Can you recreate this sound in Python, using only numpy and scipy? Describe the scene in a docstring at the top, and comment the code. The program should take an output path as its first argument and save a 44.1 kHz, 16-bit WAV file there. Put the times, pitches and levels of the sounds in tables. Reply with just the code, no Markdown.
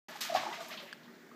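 """A baby's hand slaps the water in a small plastic tub, about a metre from the microphone.
Each splash is a burst of mist and tiny ringing bubbles; the hand traps air pockets that plop.
The water sloshes and settles, the tub rings along, and one sharp drop ticks close by.
The tub stands on a kitchen counter, and the room rings briefly over a low appliance hum."""
import sys
import numpy as np
from scipy import signal
from scipy.fft import rfft, irfft
from scipy.io import wavfile
from scipy.ndimage import uniform_filter1d

SR = 44100
rng = np.random.default_rng(int(sys.argv[2]) if len(sys.argv) > 2 else 0)


def store_pcm(level_fs):
    """Save levels as 16-bit WAV."""
    pcm = np.round(np.clip(level_fs, -1, 1) * 32767).astype(np.int16)
    wavfile.write(sys.argv[1], SR, np.atleast_2d(pcm).T)


N = 59535
T = np.arange(N) / SR
FREQS = np.maximum(np.fft.rfftfreq(2 * N, 1 / SR), 1)

# Tone of the spray at the microphone. 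Each row: frequency in Hz, relative level in dB.
SPRAY_SPECTRUM = [(40, -42), (100, -16), (200, 4), (500, -12.5), (1200, 1.5), (2000, 2), (3000, 2),
                  (5000, 3), (7500, -0.5), (9600, -9.5), (11500, -25), (16000, -24)]
# Splashes in the tub. Each row: start in seconds, level in dB, rise and decay in seconds,
# band centre in Hz, band width in octaves, treble fizz in dB relative to that band.
SPLASH_BURSTS = [(.07, -50, 0.0093, 0.25, 1770, 1.8, -15.5),
                 (0.157, -51.5, 0.0032, 0.022, 4470, 2.8, -14.5),
                 (0.2053, -34, 0.0061, 0.036, 3900, 1.4, -10.5), (0.245, -44, 0.005, 0.15, 2460, 1.15, -36),
                 (0.335, -42.5, 0.01, 0.037, 3920, 1.3, -14),
                 (0.343, -34.5, 0.023, 0.031, 2070, 0.97, -24.5),
                 (.405, -46.5, 0.0047, 0.18, 2130, 1.65, -21.5), (0.517, -44, 0.02, 0.049, 2180, 1.15, -21),
                 (.597, -50, 0.012, 0.11, 2600, 5.1, -15.5), (.683, -54, 0.0024, 0.015, 5900, 1.1, -0.5),
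                 (.704, -44.5, 0.0047, 0.048, 2430, 0.83, -20), (0.72, -47, 0.0046, 0.029, 2920, 0.74, -19),
                 (0.77, -42.5, 0.0079, 0.027, 3400, 0.29, -29),
                 (0.793, -49.5, 0.007, 0.039, 1420, 1.5, -25), (0.821, -62.5, .003, 0.041, 5000, 1.9, -3.5),
                 (.87, -52.5, .005, 0.057, 2530, 0.42, -21), (1.03, -61.5, 0.0056, 0.038, 3700, 0.36, -14),
                 (1.075, -59, 0.0067, 0.029, 1600, 0.23, -29),
                 (1.135, -67.5, 0.011, 0.035, 4330, 0.35, -27)]

def splashes():
    """Slaps a metre away throw up droplets and fine mist; harder slaps throw more mist."""
    droplets = bubbles(641, 15460, cycles=2, spread_db=2.5, glide=0.032, count=5000)
    spray_gain, fizz_gain = colour(SPRAY_SPECTRUM), band(hz=12760, octaves=0.2)
    out = 0
    for start, db, rise, decay, hz, octaves, fizz_db in SPLASH_BURSTS:
        mist_db = -0.5 + 0.18 * (db + 48)  # relative to the droplets
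        grain = np.roll(droplets, rng.integers(N)) + undb(mist_db) * rng.standard_normal(N)
        spray = shaped(grain, spray_gain * band(hz, octaves))
        fizz = undb(fizz_db) * shaped(grain, fizz_gain)
        out += undb(db) * envelope(start, rise, decay) * (spray + fizz)
    return out

def bubbles(lo_hz, hi_hz, cycles, spread_db, glide, count):
    """A steady stream of bubbles, each a short ring that rises in pitch."""
    out = np.zeros(N)
    for k, (when, pitch, size, length) in enumerate(rng.random((count, 4))):
        hz = min(lo_hz * (hi_hz / lo_hz) ** pitch, SR / 3)
        start = int((k + when) / count * N)
        decay = cycles * (.5 + length) / hz
        life = T[:min(int(5 * decay * SR), N - start)] / decay  # age in decay times
        gain = undb(-spread_db * np.log(max(size, .02))) * np.sqrt(hz)
        phase = 2 * np.pi * hz * decay * life * (1 + glide * life)
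        out[start:start + len(life)] += gain * np.exp(-life) * np.sin(phase)
    return unit(out)

# Air trapped under the hand. Each row: start in seconds, starting pitch in Hz,
# level in dB before the swell is rounded, rise and decay in seconds.
AIR_POCKETS = [(.098, 652, -47, .007, .008), (.152, 825, -40, 0.0065, 0.0066),
               (.293, 675, -29, 0.011, 0.0047), (.319, 642, -28.5, 0.0093, 0.0049),
               (.339, 655, -30.5, .005, .004), (.348, 729, -15.5, 0.004, 0.0029),
               (.357, 660, -24.5, 0.0032, 0.0043), (.361, 844, -30.5, 0.0025, .009),
               (.371, 1106, -34, 0.0031, 0.0072), (.406, 694, -38, .004, .014),
               (.434, 718, -28.5, .003, 0.0021), (.4635, 863, -28, 0.0032, 0.004),
               (.482, 839, -39, 0.0069, 0.015), (.508, 920, -41, 0.0026, .018),
               (.523, 1980, -41, 0.0017, 0.028), (.574, 672, -41.5, 0.0059, .01),
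               (.599, 650.6, -38.5, 0.014, 0.01), (.607, 1194, -44.5, 0.0026, 0.01),
               (.712, 644, -44, 0.0064, 0.0078), (.80, 598, -48, 0.0048, 0.01),
               (.825, 556.4, -49, 0.0054, 0.029), (1.3145, 1166, -45.5, 0.00073, 0.0036),
               (1.329, 1243, -58.5, 0.0046, .03)]

def plops():
    """Large air pockets swell as they pinch off, then ring and rise in pitch as they near the surface."""
    pinch_s, glide_per_s = 0.0033, 1.11
    out = 0
    for start, hz, db, rise, decay in AIR_POCKETS:
        age = T - start
        swell = uniform_filter1d(envelope(start, rise, decay), int(pinch_s * SR))
        phase = 2 * np.pi * hz * age * (1 + glide_per_s * age / 2)
        out += undb(db) * swell * np.sin(phase)
    return out

# Water moving in the tub. Each row: time in seconds, level in dB.
SLOSH_LEVEL = [(.08, -54.5), (.2, -60), (.3, -52), (.37, -41.5), (.42, -45), (.455, -43.5), (.5, -44),
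               (.56, -53), (.62, -50), (.68, -59.5), (.73, -50), (.83, -61), (.93, -68), (1.35, -70)]
# Tone of that water. Each row: frequency in Hz, relative level in dB.
SLOSH_SPECTRUM = [(100, -26), (220, -9.5), (400, -11), (500, -10.5), (640, -3), (850, 0.5), (1000, 1),
                  (1230, -2.5), (1500, -12), (2500, -20), (6000, -48)]

def slosh():
    """Stirred water gurgles with middle-sized bubbles until it settles."""
    gurgle = bubbles(198.4, 2219, cycles=5.6, spread_db=3.5, glide=0.0095, count=900)
    return undb(curve(SLOSH_LEVEL)) * shaped(gurgle, colour(SLOSH_SPECTRUM))

def thump():
    """The plunging hand pushes the water against the tub: a short, dull rumble."""
    rumble = shaped(rng.standard_normal(N), band(hz=112, octaves=0.17))
    return undb(-56.5) * envelope(start=.352, rise=.018, decay=0.027) * rumble

# Drops near the microphone. Each row: start in seconds, level in dB, tilt in dB per octave.
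DROP_HITS = [(.9282, -30, -1), (0.933, -46, 8)]
# The ring of each hit. Each row: frequency in Hz, relative level in dB, decay in seconds.
DROP_MODES = [(1640, -0.5, 0.0022), (3240, -6, 0.0014), (4540, -6.5, 0.001), (8150, -20.5, .0005)]

def ticks():
    """A near drop strikes a hard surface, and a smaller, brighter one follows."""
    out, lowest_hz = 0, DROP_MODES[0][0]
    for start, db, tilt in DROP_HITS:
        age = np.maximum(T - start, 0)
        for hz, mode_db, decay in DROP_MODES:
            gain = undb(db + mode_db + tilt * np.log2(hz / lowest_hz))
            out += gain * np.exp(-age / decay) * np.sin(2 * np.pi * hz * age)
    return signal.sosfilt(signal.butter(2, 1040, "high", fs=SR, output="sos"), out)

# The tub and its nook on the counter. Each row: frequency in Hz, gain in dB, seconds to fall 60 dB.
TUB_RESONANCES = [(615, -0.5, 0.39), (700, -21, 0.2), (811, -14, 0.9), (935, -7, 0.47), (1116, -3, 0.36),
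                  (1279, -10, 0.42), (1223, 0.5, 0.12), (1710, 5.5, 0.44), (1920, -11, 0.24)]

def tub(water):
    """Every splash sets the narrow resonances of the tub and its nook ringing."""
    ring = 0
    for hz, db, t60 in TUB_RESONANCES:
        damping = np.log(1000) / t60
        gain = undb(db) * 2 * damping / SR
        ring += gain * np.exp(-damping * T) * np.cos(2 * np.pi * hz * T)
    return signal.fftconvolve(water, ring)[:N]

def kitchen(water):
    """Diffuse reflections from cupboards and tiles reach the microphone just after the direct sound."""
    delay_s, low_t60_s, treble_t60_s = 0.0079, 0.56, 0.58
    age = np.maximum(T - delay_s, 0)
    noise = rng.standard_normal(N)
    low = signal.sosfilt(signal.butter(2, 3000, fs=SR, output="sos"), noise)
    treble = noise - low
    tail = (low * undb(-60 * age / low_t60_s) + treble * undb(-60 * age / treble_t60_s)) * (age > 0)
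    return undb(-10) * signal.fftconvolve(water, unit(tail) / np.sqrt(N))[:N]

# The kitchen's background noise. Each row: frequency in Hz, relative level in dB.
ROOM_SPECTRUM = [(20, -43), (60, -31), (110, -22.5), (165, -0.5), (230, -1.5), (310, -4.5), (390, -1.5),
                 (480, -8.5), (650, -10), (1100, -22), (1400, -12), (1800, -9), (2600, -21), (4000, -23.5),
                 (7000, -27), (9600, -38), (12500, -34), (15500, -26)]
# An appliance in the room. Each row: frequency in Hz, base level in dB.
HUM_TONES = [(239, -65), (380, -74.5)]
# The swell of its hum. Each row: time in seconds, dB added to the base level.
HUM_SWELL = [(.1, -3), (.98, -3.5), (1.1, 8), (1.22, -1), (1.35, 7.5)]

def room_tone():
    """Behind the water lie soft steady noise and an appliance hum that wavers in level and pitch."""
    out = undb(-57) * shaped(rng.standard_normal(N), colour(ROOM_SPECTRUM))
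    for hz, db in HUM_TONES:
        waver = shaped(rng.standard_normal(N), band(hz=6.2, octaves=0.35))
        hum = (1 + 0.11 * waver) * np.sin(2 * np.pi * hz * T + 0.42 * waver)
        out += undb(db + curve(HUM_SWELL)) * unit(hum)
    return out

def undb(db):
    """Decibels to gain."""
    return 10 ** (np.asarray(db) / 20)

def unit(x):
    """Scale to rms 1."""
    return x / np.sqrt(np.mean(x ** 2))

def curve(points):
    """Value at every sample from (seconds, value) points."""
    return np.interp(T, *np.array(points).T)

def colour(points):
    """Gain at every frequency from (Hz, dB) points."""
    hz, db = np.array(points).T
    return undb(np.interp(np.log(FREQS), np.log(hz), db))

def band(hz, octaves):
    """A bell-shaped band on the octave scale."""
    return np.exp(-.5 * (np.log2(FREQS / hz) / octaves) ** 2)

def shaped(x, gain):
    """Filter a steady texture and scale it to rms 1."""
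    return unit(irfft(rfft(x, 2 * N) * gain)[:N])

def envelope(start, rise, decay):
    """Smooth rise, then exponential decay; times in seconds."""
    age = T - start
    attack = np.sin(np.pi / 2 * np.clip(age / rise, 0, 1)) ** 2
    return attack * np.exp(-np.maximum(age - rise, 0) / decay)

def scene():
    """One microphone hears the water with the ring of tub and kitchen; the near ticks stay dry."""
    water = splashes() + plops() + slosh() + thump()
    return (water + tub(water) + kitchen(water) + ticks() + room_tone())[None]

def record(dry):
    """The microphone opens after a moment of silence; the top treble is cut steeply."""
    open_s, fade_s, top_hz = .084, .001, 15300
    opened = dry * np.clip((T - open_s) / fade_s, 0, 1)
    return signal.sosfilt(signal.ellip(10, .2, 80, top_hz, fs=SR, output="sos"), opened)

dry = scene()
out = record(dry)
store_pcm(out)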